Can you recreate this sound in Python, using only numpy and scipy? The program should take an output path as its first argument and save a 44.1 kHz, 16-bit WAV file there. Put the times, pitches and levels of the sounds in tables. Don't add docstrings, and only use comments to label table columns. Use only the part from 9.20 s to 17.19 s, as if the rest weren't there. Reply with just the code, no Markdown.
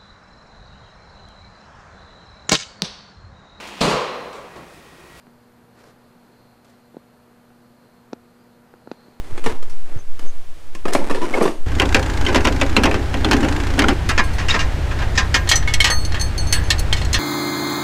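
import sys
import numpy as np
from scipy import signal
from scipy.fft import rfft, irfft
from scipy.io import wavfile

SR = 44100
rng = np.random.default_rng(int(sys.argv[2]) if len(sys.argv) > 2 else 0)


def bounce(signal):
    frames = np.transpose(np.atleast_2d(signal))
    limited = np.clip(frames, -1, 1)
    pcm = np.round(limited * 32767).astype(np.int16)
    wavfile.write(sys.argv[1], SR, pcm)


N = 352359
TIME, BINS = np.arange(N) / SR, np.fft.rfftfreq(N, 1 / SR)
OUTDOORS_AT_S, HITCH_AT_S = 2.461, 4.735
PIVOT_HZ, CUTOFF_HZ = 2000, 15600

# (frequency [Hz], relative density [dB])
KITCHEN_SPECTRUM = [(35, -29), (60, 9), (246, -12), (289, -5), (1210, -12), (3340, -17), (4110, -19.5),
                    (9020, -24), (14000, -32), (15000, -31)]
STREET_SPECTRUM = [(15, -38), (25, 2.5), (88, -11.5), (115, -11), (191, -17.5), (344, -18.5), (415, -22.5),
                   (790, -23.5), (1090, -28), (1670, -27), (4150, -37.5), (4500, -39), (7480, -45),
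                   (8100, -46.5), (15000, -59)]
SWAY_SPECTRUM = [(.5, -20), (2, 0), (5, -3), (10, -16), (20, -31), (40, -49), (80, -70), (300, -110)]
KITCHEN_DB, STREET_DB = -49, -35
# (time [s], level [dB])
STREET_ENVELOPE = [(2.46, 3.5), (4.7, 7), (4.8, 6), (5.6, 6), (6.4, 5), (6.8, 2.5), (7.4, 5.5), (8, 5.5)]
SWAY_ENVELOPE = [(0, -11.5), (.9, -13), (1.3, -16), (1.7, -12), (2.4, -14), (2.6, -18.5), (8, -20)]
# (time [s], second harmonic of the firing rate [Hz])
IDLE_SPEED = [(2.5, 100.3), (3.1, 100.3), (3.2, 99), (4.65, 98.9), (4.8, 97.5), (5.3, 96.6), (5.6, 99),
              (8, 98.9)]
# (order [multiple of the cycle rate], level [dB])
ENGINE_ORDERS = [(3, -33), (4, -46), (5, -34), (7, -38), (8, -27), (9, -40), (10, -42), (11, -27),
                 (12, -39), (13, -29), (14, -39), (16, -29), (21, -44), (22, -42), (23, -46), (24, -41)]

# (time [s], level [dB], brightness [dB/octave], t60 at 3 kHz [s])
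SHELL_IMPACTS = [(.177, -30.5, 1.3, 0.037), (.24, -28, 3, 0.17), (.261, -18, 0.8, 0.065),
                 (.426, -36, 3, 0.044), (.497, -42, 5, 0.11), (.993, -34, 3, 0.023),
                 (1.55, -31.5, 3, 0.035), (1.654, -23, -0.8, 0.04), (1.681, -24.5, 1, 0.056),
                 (1.723, -29, -1, .068), (1.734, -23.5, 7.5, 0.049), (1.749, -14.5, -0.5, 0.038),
                 (1.897, -24.5, 0, 0.12), (1.91, -21, 0, 0.025), (1.946, -23.5, 0.4, 0.25),
                 (2.016, -25.5, 0, 0.42), (2.139, -23.5, -0.8, 0.28), (2.172, -27, -2.5, 0.27),
                 (2.211, -22, -4, 0.075), (2.222, -29.5, 6.5, 0.42), (2.254, -22, -2.3, 0.09),
                 (2.277, -22.5, -1.3, 0.067)]
HOOK_IMPACTS = [(6.273, -32, -2.5, 0.098), (6.2905, -25.5, 5.5, 0.17), (6.314, -15, -0.5, .12),
                (6.357, -39.5, 10, 0.14), (6.425, -36.5, -4, 0.068), (6.475, -29.5, -2, 0.26),
                (6.538, -24, 3.4, 0.079), (6.603, -20, 0.9, 0.14), (6.643, -16.5, 0, 0.15),
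                (6.672, -24.5, -1.8, 0.13), (6.7, -25, -4, 0.082), (6.921, -34.5, -1.5, .06),
                (6.944, -29.5, -2.8, 0.19), (7.326, -24, -1.5, 0.21), (7.5035, -17.5, 0.5, 0.1),
                (7.591, -49, 9, 0.03), (7.727, -23, 0, 0.11), (7.765, -34.5, 0.5, 0.39),
                (7.815, -32.5, -1.3, 0.093), (7.849, -46.5, 7, .06), (7.93, -35, 8, 0.065),
                (7.942, -20.5, 0, 0.15)]
# (time [s], level [dB], brightness [dB/octave], t60 at 3 kHz [s], rebound [dB])
JACK_IMPACTS = [(2.598, -16, -0.3, 0.071, -3), (2.7455, -11, 0.3, 0.07, -12),
                (3.065, -22, -1.5, 0.15, -2.5), (3.146, -16.5, -0.5, 0.11, -12),
                (3.158, -16.5, -0.5, 0.062, -11), (3.251, -16, -0.5, 0.069, -1),
                (3.4125, -16.5, 0, 0.08, -20), (3.5655, -14.5, -0.6, 0.11, -23),
                (3.635, -15, 0.3, 0.096, -2), (3.712, -23.5, -1.5, .05, -12), (3.743, -22, -2, 0.083, -17),
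                (3.941, -24.5, -1.5, 0.056, -27), (4.046, -21, -1, 0.093, -22), (4.112, -14.5, 0, 0.09, -2),
                (4.229, -24.5, -2.5, 0.073, -4), (4.579, -26.5, -4, 0.091, -12),
                (4.591, -14, 0.9, 0.076, -23), (4.62, -19.5, -2, 0.057, -3.5),
                (4.684, -15.5, -0.5, 0.11, -15)]
COUPLER_IMPACTS = [(4.89, -17.5, -0.16, 0.069, -3.5), (4.9775, -14, -0.97, 0.058, -1.5),
                   (5.183, -25, -0.16, 0.22, -5), (5.284, -20, 1.8, 0.24, -2),
                   (5.341, -17.5, -1.7, 0.058, -3.5), (5.391, -22.5, 1.8, 0.13, -0.5),
                   (5.71, -30.5, -1.3, 0.12, -19), (5.788, -29.5, -1.2, .19, -14),
                   (5.818, -27, -2.7, 0.099, -15), (5.953, -30.5, 2.4, 0.18, -7),
                   (5.9755, -12, 1, 0.13, -11), (6.142, -11, 1.3, 0.083, -5)]
# (frequency [Hz], relative level [dB], t60 [s])
SHELL_RESONANCES = [(294, -13, 0.15), (384, -27, 0.02), (524, 29.5, 0.015), (915, -46, 0.098),
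                    (1760, 26.5, 0.018), (2210, -15, 0.027)]
JACK_RESONANCES = [(259, 1, 0.1), (296, 5, 0.12), (414, 4, 0.36), (528.5, 4.5, 0.17), (788, 1.5, 0.18),
                   (1591, 1.5, 0.035), (2300, -15, 0.045), (2750, -25, 0.054), (3140, -4, 0.041),
                   (3620, -22, 0.045), (4430, -14.5, 0.055)]
COUPLER_RESONANCES = [(1035, -8, .22), (1111, -10, .2), (1322, -7, .24), (1620, 1, .22), (1770, -4, .12),
                      (1836, 0, .19), (1930, -5, .13), (2160, -5, .16), (2440, -4, .15), (2810, -6, .14),
                      (3890, -8, .1), (5090, -10, .1), (6190, -10, .12), (6820, -11, .1), (7930, -13, .13)]
HOOK_RESONANCES = [(1236, -18.5, 0.25), (1940, 0, 0.081), (2200, 10.5, 0.067), (2800, -43, .08),
                   (3210, 6, 0.041), (3420, -11, 0.031), (3950, -1, .07), (4260, 8, 0.058),
                   (5600, -10, 0.063), (6250, -22, .08), (7770, -17, 0.12)]
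# (frequency [Hz], relative density [dB])
SHELL_SPECTRUM = [(59, -18), (100, -20), (236, -4), (274, 0), (383, -1), (582, -7.5), (1290, -12.5),
                  (1400, -13), (2230, -16.5), (2800, -21.5), (5260, -28), (9260, -30), (15000, -47)]
JACK_SPECTRUM = [(100, -23), (170, 2), (272, 12.5), (468, 0), (523, 1.5), (1030, -10), (1170, -16.5),
                 (1410, -11.5), (2720, -17.5), (4520, -28), (6830, -25.5), (12700, -41), (15000, -61)]
SCREW_SPECTRUM = [(100, -37), (170, -4), (277, 20), (643, -16.5), (821, -6), (1070, -13), (1390, -18),
                  (1610, -8), (1800, -20.5), (3410, -31.5), (4040, -57), (4520, -30), (5990, -31),
                  (6580, -31), (15000, -46.5)]
COUPLER_SPECTRUM = [(120, -57), (200, -4), (613, -11), (1330, -1.5), (1490, -2), (1810, 8), (2060, 0),
                    (2460, -2.5), (7020, -12.5), (8410, -24), (15000, -44)]
HOOK_SPECTRUM = [(120, -41), (200, -30), (696, -25), (1240, -14.5), (1380, -13), (1850, 13), (2380, -2.5),
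                 (3120, 1), (5660, -10.5), (6080, -6), (15000, -31.5)]
GEAR_CASE_SPECTRUM = [(600, -6), (1500, 8.5), (3300, 1), (5500, -4.5), (7200, -6.5), (9500, -18.5),
                      (15000, -26)]
# (lower limit [Hz], upper limit [Hz])
IMPACT_BANDS = [(150, 1000), (1000, 2600), (2600, 5500), (5500, 15500)]
# (thud [dB], clang [dB], ping [dB], edge [dB])
SHELL_BANDS_DB = (1, -7.5, -14.5, -20.5)
JACK_BANDS_DB = (-0.5, 1, -2.5, -11.5)
COUPLER_BANDS_DB = (-8, -1, -6, -12.5)
HOOK_BANDS_DB = (-4, -0.5, 2, -4.5)

# (time [s], level [dB], frequency [Hz])
SHELL_BUMPS = [(.122, -25.5, 95), (0.269, -22, 139), (0.324, -26, 90), (.575, -50, 85), (0.761, -18, 85),
               (1.762, -27, 122)]
# (time [s], duration [s], level [dB])
SHELL_PUSHES = [(.01, 0.21, -35), (.25, 0.065, -27), (0.431, 0.065, -39.5), (0.638, 0.13, -36),
                (0.995, 0.056, -35), (1.645, 0.11, -23.5), (1.804, 0.095, -25.5), (1.967, 0.11, -25.5),
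                (2.091, 0.16, -20.5)]
PUSH_ATTACK_S, PUSH_SWELL_DB, PUSH_FADE_DB_PER_S = 0.042, 7, 263
# (time [s], duration [s], frequency [Hz], level [dB])
FRICTION_SQUEAKS = [(0.775, .05, 6270, -46), (1.04, 0.09, 6250, -45), (1.81, 0.024, 884, -24),
                    (1.974, 0.014, 950, -22), (2, 0.07, 995, -20), (2.134, 0.019, 2195, -13.5),
                    (4.64, 0.011, 1400, -7), (5.295, 0.031, 3750, -11)]
# (time [s], frequency [Hz], level [dB], t60 [s])
PING_STRIKES = [(2.5991, 3200, -3.5, 0.022), (3.065, 3100, -10, 0.028), (3.567, 2750, -2.5, 0.028),
                (3.5654, 4050, -7.5, 0.034), (4.046, 3450, -9.5, 0.023), (4.047, 4150, -15, .025),
                (5.286, 2800, -16, 0.085), (5.392, 2810, -16.5, 0.088), (6.142, 13550, -46, .5),
                (6.315, 4198, -19, 0.19), (6.32, 6024, -17.5, 0.22), (6.356, 6024, -12, 0.089),
                (6.476, 2193, -13, 0.14), (6.603, 2195, -9.5, 0.11), (6.604, 3100, -6.5, 0.053),
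                (7.504, 3400, -7, 0.03), (7.727, 3200, -7, 0.03)]
# (frequency [Hz], relative level [dB], decay time [multiple of the tap's t60])
LINK_RESONANCES = [(4366, 0, 1), (6304, -3, .8), (8091, -11.5, 1.5), (10546, -15, 1.1), (13792, -24, 1.5)]
# (time [s], level [dB], brightness [dB/octave], t60 of the lowest mode [s])
LINK_TAPS = [(4.89, -24.5, 6, 0.069), (5.039, -36, 7, .12), (5.135, -37, 6, 0.12),
             (6.703, -17.5, 0.5, 0.41), (6.85, -22, -2, 0.1), (6.997, -24.5, -4, 0.23),
             (7.012, -18, 0.5, 0.2), (7.179, -23, -1, 0.28), (7.27, -32.5, 3.5, 0.45),
             (7.326, -11.5, 4, 0.12), (7.438, -38, 3, 0.33), (7.583, -26, -8, 0.12),
             (7.595, -29, 15, 0.036)]
# (time [s], tube groan [dB], thread rasp [dB])
SCREW_LEVELS = [(2.47, -34, -42), (2.66, -27.5, -32), (2.85, -29.5, -31.5), (3.28, -28.5, -32),
                (3.6, -31.5, -38), (3.9, -33, -44.5), (4.2, -17.5, -30.5), (4.45, -31, -33.5),
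                (4.73, -18, -47)]
TURN_STARTS = [2.3827, 2.859, 3.3975, 3.8555, 4.3989, 4.891]
TEETH_PER_TURN, HURRY_TEETH, HURRY_AT_TURN = 14, .066, .604
TICK_ABOVE_RASP_DB, TICK_SCATTER_DB = 11.5, 1.5


def amp(db):
    return 10 ** (np.asarray(db) / 20)


def rms(x):
    return np.sqrt(np.mean(x ** 2) + 1e-20)


def decay(t, t60):
    return np.exp(-np.log(1000) * t / t60)


def curve(rows, column=1):
    rows = np.array(rows)
    return np.interp(TIME, rows[:, 0], rows[:, column])


def add(mix, start_s, sound):
    part = mix[max(round(start_s * SR), 0):][:len(sound)]
    part += sound[:len(part)]


def band(x, lo_hz, hi_hz, order=4):
    sections = signal.butter(order, [lo_hz, min(hi_hz, SR / 2 - 1)], "band", fs=SR, output="sos")
    return signal.sosfilt(sections, x)


def coloured(x, spectrum):
    hz, db = np.transpose(spectrum)
    y = irfft(rfft(x) * amp(np.interp(np.log(BINS + 1), np.log(hz + 1), db)), N)
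    return y / rms(y)


def drift(rate_hz):
    y = irfft(rfft(rng.standard_normal(N)) / (1 + (BINS / rate_hz) ** 4), N)
    return y / rms(y)


def slips(per_s, spread_db):
    size = amp(spread_db * np.minimum(rng.exponential(1, N), 4))
    return size * rng.choice([-1, 1], N) * (rng.random(N) < per_s / SR)


def dense_modes(spectrum, spacing_hz, ripple_db):
    size = SR // 2
    hz = np.fft.rfftfreq(size, 1 / SR)
    points_hz, points_db = np.transpose(spectrum)
    knots = np.arange(0, SR / 2, spacing_hz)
    db = np.interp(np.log(hz + 1), np.log(points_hz + 1), points_db)
    db += ripple_db * np.interp(hz, knots, rng.uniform(-1.02, 1, len(knots)))
    return irfft(amp(db) * np.exp(2j * np.pi * rng.random(len(hz))), size)


def impacts(rows, bands_db, modes, spectrum, ring_db, chatter_s, bass_exponent, tail_db, tail_t60):
    out, t = np.zeros(N), np.arange(SR // 2) / SR
    mode_hz, mode_db, mode_t60 = np.transpose(modes)[:, :, None]
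    attack = t < .015
    for start, db, bright_db, t60 in rows:
        shake = dense_modes(spectrum, spacing_hz=90, ripple_db=7)
        shake *= (1 - np.exp(-t / 0.0001)) / rms(shake)
        spot_db = 3 * rng.standard_normal(mode_hz.shape)
        tones = np.sin(2 * np.pi * (mode_hz * t + rng.random(mode_hz.shape)))
        ring = (amp(mode_db + spot_db) * decay(t, mode_t60) * tones).sum(0)
        ring *= 1 - np.exp(-t / 0.0084)
        for (lo_hz, hi_hz), share_db in zip(IMPACT_BANDS, bands_db):
            centre_hz = np.sqrt(lo_hz * hi_hz)
            stretch = (3000 / centre_hz) ** bass_exponent
            envelope = decay(np.maximum(t - chatter_s, 0), t60 * stretch)
            envelope += amp(tail_db) * decay(t, tail_t60 * stretch)
            part = band(shake * envelope + amp(ring_db) * ring, lo_hz, hi_hz)
            tilt_db = bright_db * np.log2(centre_hz / PIVOT_HZ)
            add(out, start, amp(db + share_db + tilt_db) * part / rms(part[attack]))
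    return out


def with_rebounds(rows, delay_s, duller_db_per_octave):
    hits = []
    for start, db, bright_db, t60, rebound_db in rows:
        hits.append((start, db, bright_db, t60))
        hits.append((start + delay_s, db + rebound_db, bright_db - duller_db_per_octave, t60))
    return hits


def kitchen():
    air = coloured(rng.standard_normal(N), KITCHEN_SPECTRUM)
    return amp(KITCHEN_DB + .8 * drift(3.7)) * air / rms(band(air, 140, 15000))


def driveway():
    wash = coloured(rng.standard_normal(N), STREET_SPECTRUM)
    level_db = STREET_DB + curve(STREET_ENVELOPE) + 0.15 * drift(14.0)
    return wash * amp(level_db) / rms(band(wash, 89, 15000))


def air_sway():
    return amp(curve(SWAY_ENVELOPE)) * coloured(rng.standard_normal(N), SWAY_SPECTRUM)


def engine():
    cycles = np.cumsum(curve(IDLE_SPEED) / 16) / SR
    out = np.zeros(N)
    for order, db in ENGINE_ORDERS:
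        out += amp(db) * np.sqrt(2) * np.sin(2 * np.pi * (order * cycles + rng.random()))
    return out * amp(0.55 * drift(3))


def squeaks():
    out, wander = np.zeros(N), drift(400)
    for start, length, hz, db in FRICTION_SQUEAKS:
        pitch = hz * (1 + 0.025 * wander[round(start * SR):][:round(length * SR)])
        phase = 2 * np.pi * np.cumsum(pitch) / SR
        tone = np.sin(phase) + amp(-37) * np.sin(2 * phase)
        add(out, start, amp(db - 1) * np.hanning(len(phase)) * tone)
    return out


def sliding():
    pressure = np.zeros(N)
    for start, length, db in SHELL_PUSHES:
        t = np.arange(0, length + .5, 1 / SR)
        swell_db = PUSH_SWELL_DB * np.minimum(t / length - 1, 0)
        fade_db = PUSH_FADE_DB_PER_S * np.maximum(t - length, 0)
        add(pressure, start, np.minimum(t / PUSH_ATTACK_S, 1) * amp(db + swell_db - fade_db))
    return pressure * coloured(slips(per_s=700, spread_db=3.5), SHELL_SPECTRUM)


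def shell():
    out = impacts(SHELL_IMPACTS, SHELL_BANDS_DB, SHELL_RESONANCES, SHELL_SPECTRUM,
                  ring_db=-16, chatter_s=0.0011, bass_exponent=0.02, tail_db=-11, tail_t60=0.35)
    t = np.arange(SR // 4) / SR
    rise = t / 0.0044
    for start, db, hz in SHELL_BUMPS:
        add(out, start, amp(db) * np.sin(2 * np.pi * hz * t) * rise * np.exp(1 - rise))
    return out + amp(-3.5) * sliding()


def pings():
    out, t = np.zeros(N), np.arange(SR // 3) / SR
    for start, hz, db, t60 in PING_STRIKES:
        add(out, start, amp(db) * np.sin(2 * np.pi * hz * t) * decay(t, t60))
    return out


def link():
    out, t = np.zeros(N), np.arange(SR // 2) / SR
    hz, mode_db, t60_factor = np.transpose(LINK_RESONANCES)[:, :, None]
    waver = np.array([drift(22) for _ in LINK_RESONANCES])
    for start, db, bright_db, t60 in LINK_TAPS:
        swing = np.take(waver, round(start * SR) + np.arange(len(t)), axis=1, mode="clip")
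        swing = swing - swing[:, :1]
        waver_db, waver_cycles = 3 * np.tanh(swing), .2 * swing
        gain = amp(db + mode_db + waver_db + bright_db * np.log2(hz / hz[0]))
        tones = np.sin(2 * np.pi * (hz * t + waver_cycles + rng.random(hz.shape)))
        ring = (gain * tones * decay(t, t60 * t60_factor)).sum(0)
        click = band(rng.standard_normal(len(t)), 2000, 8700, order=2) * np.exp(-t / 0.01)
        add(out, start, ring + amp(db - 1 + .5 * bright_db) * click)
    return out


def hitch():
    hits = with_rebounds(COUPLER_IMPACTS, delay_s=.014, duller_db_per_octave=1.0)
    coupler = impacts(hits, COUPLER_BANDS_DB, COUPLER_RESONANCES, COUPLER_SPECTRUM,
                      ring_db=-6.5, chatter_s=0.0087, bass_exponent=0.24, tail_db=-32, tail_t60=0.2)
    hook = impacts(HOOK_IMPACTS, HOOK_BANDS_DB, HOOK_RESONANCES, HOOK_SPECTRUM,
                   ring_db=-5, chatter_s=0.002, bass_exponent=0.33, tail_db=-42, tail_t60=0.16)
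    return amp(-1.74) * coupler + hook


def gears():
    out, t = np.zeros(N), np.arange(SR // 2) / SR
    turns = np.interp(TIME, TURN_STARTS, np.arange(len(TURN_STARTS)))
    teeth = TEETH_PER_TURN * turns - HURRY_TEETH * np.sin(2 * np.pi * (turns - HURRY_AT_TURN))
    rasp_db = curve(SCREW_LEVELS, column=2)
    envelope = (1 - np.exp(-t / 0.00086)) * np.exp(-t / 0.0063)
    for sample in np.flatnonzero(np.diff(np.floor(teeth)) > 0):
        db = rasp_db[sample] + TICK_ABOVE_RASP_DB + TICK_SCATTER_DB * rng.standard_normal()
        scuff = dense_modes(GEAR_CASE_SPECTRUM, spacing_hz=200, ripple_db=5)
        add(out, sample / SR, amp(db) * scuff / rms(scuff) * envelope)
    return out


def screw():
    groan_db, rasp_db = curve(SCREW_LEVELS, column=1), curve(SCREW_LEVELS, column=2)
    friction = coloured(slips(per_s=4000, spread_db=1.5), SCREW_SPECTRUM)
    groan, rasp = band(friction, 203, 626), band(friction, 600, 11700)
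    load = amp(1.06 * drift(60))
    return load * (amp(groan_db - 0.5) * groan / rms(groan) + amp(rasp_db) * rasp / rms(rasp))


def jack():
    hits = with_rebounds(JACK_IMPACTS, delay_s=.02, duller_db_per_octave=0.7)
    clanks = impacts(hits, JACK_BANDS_DB, JACK_RESONANCES, JACK_SPECTRUM,
                     ring_db=-12, chatter_s=0.00079, bass_exponent=0.61, tail_db=-34, tail_t60=0.11)
    return amp(-3) * clanks + gears() + screw()


def scene():
    indoors = shell() + kitchen()
    outdoors = engine() + driveway() + np.where(TIME < HITCH_AT_S, jack(), hitch() + link())
    return (np.where(TIME < OUTDOORS_AT_S, indoors, outdoors) + squeaks() + pings() + air_sway())[None]


def record(dry):
    rounded = dry / (1 + np.abs(dry) ** 6) ** (1 / 6)
    low_pass = signal.firwin(255, CUTOFF_HZ, window=("kaiser", 8), fs=SR)
    return signal.oaconvolve(rounded, low_pass[None], "same")


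dry = scene()
out = record(dry)
bounce(out)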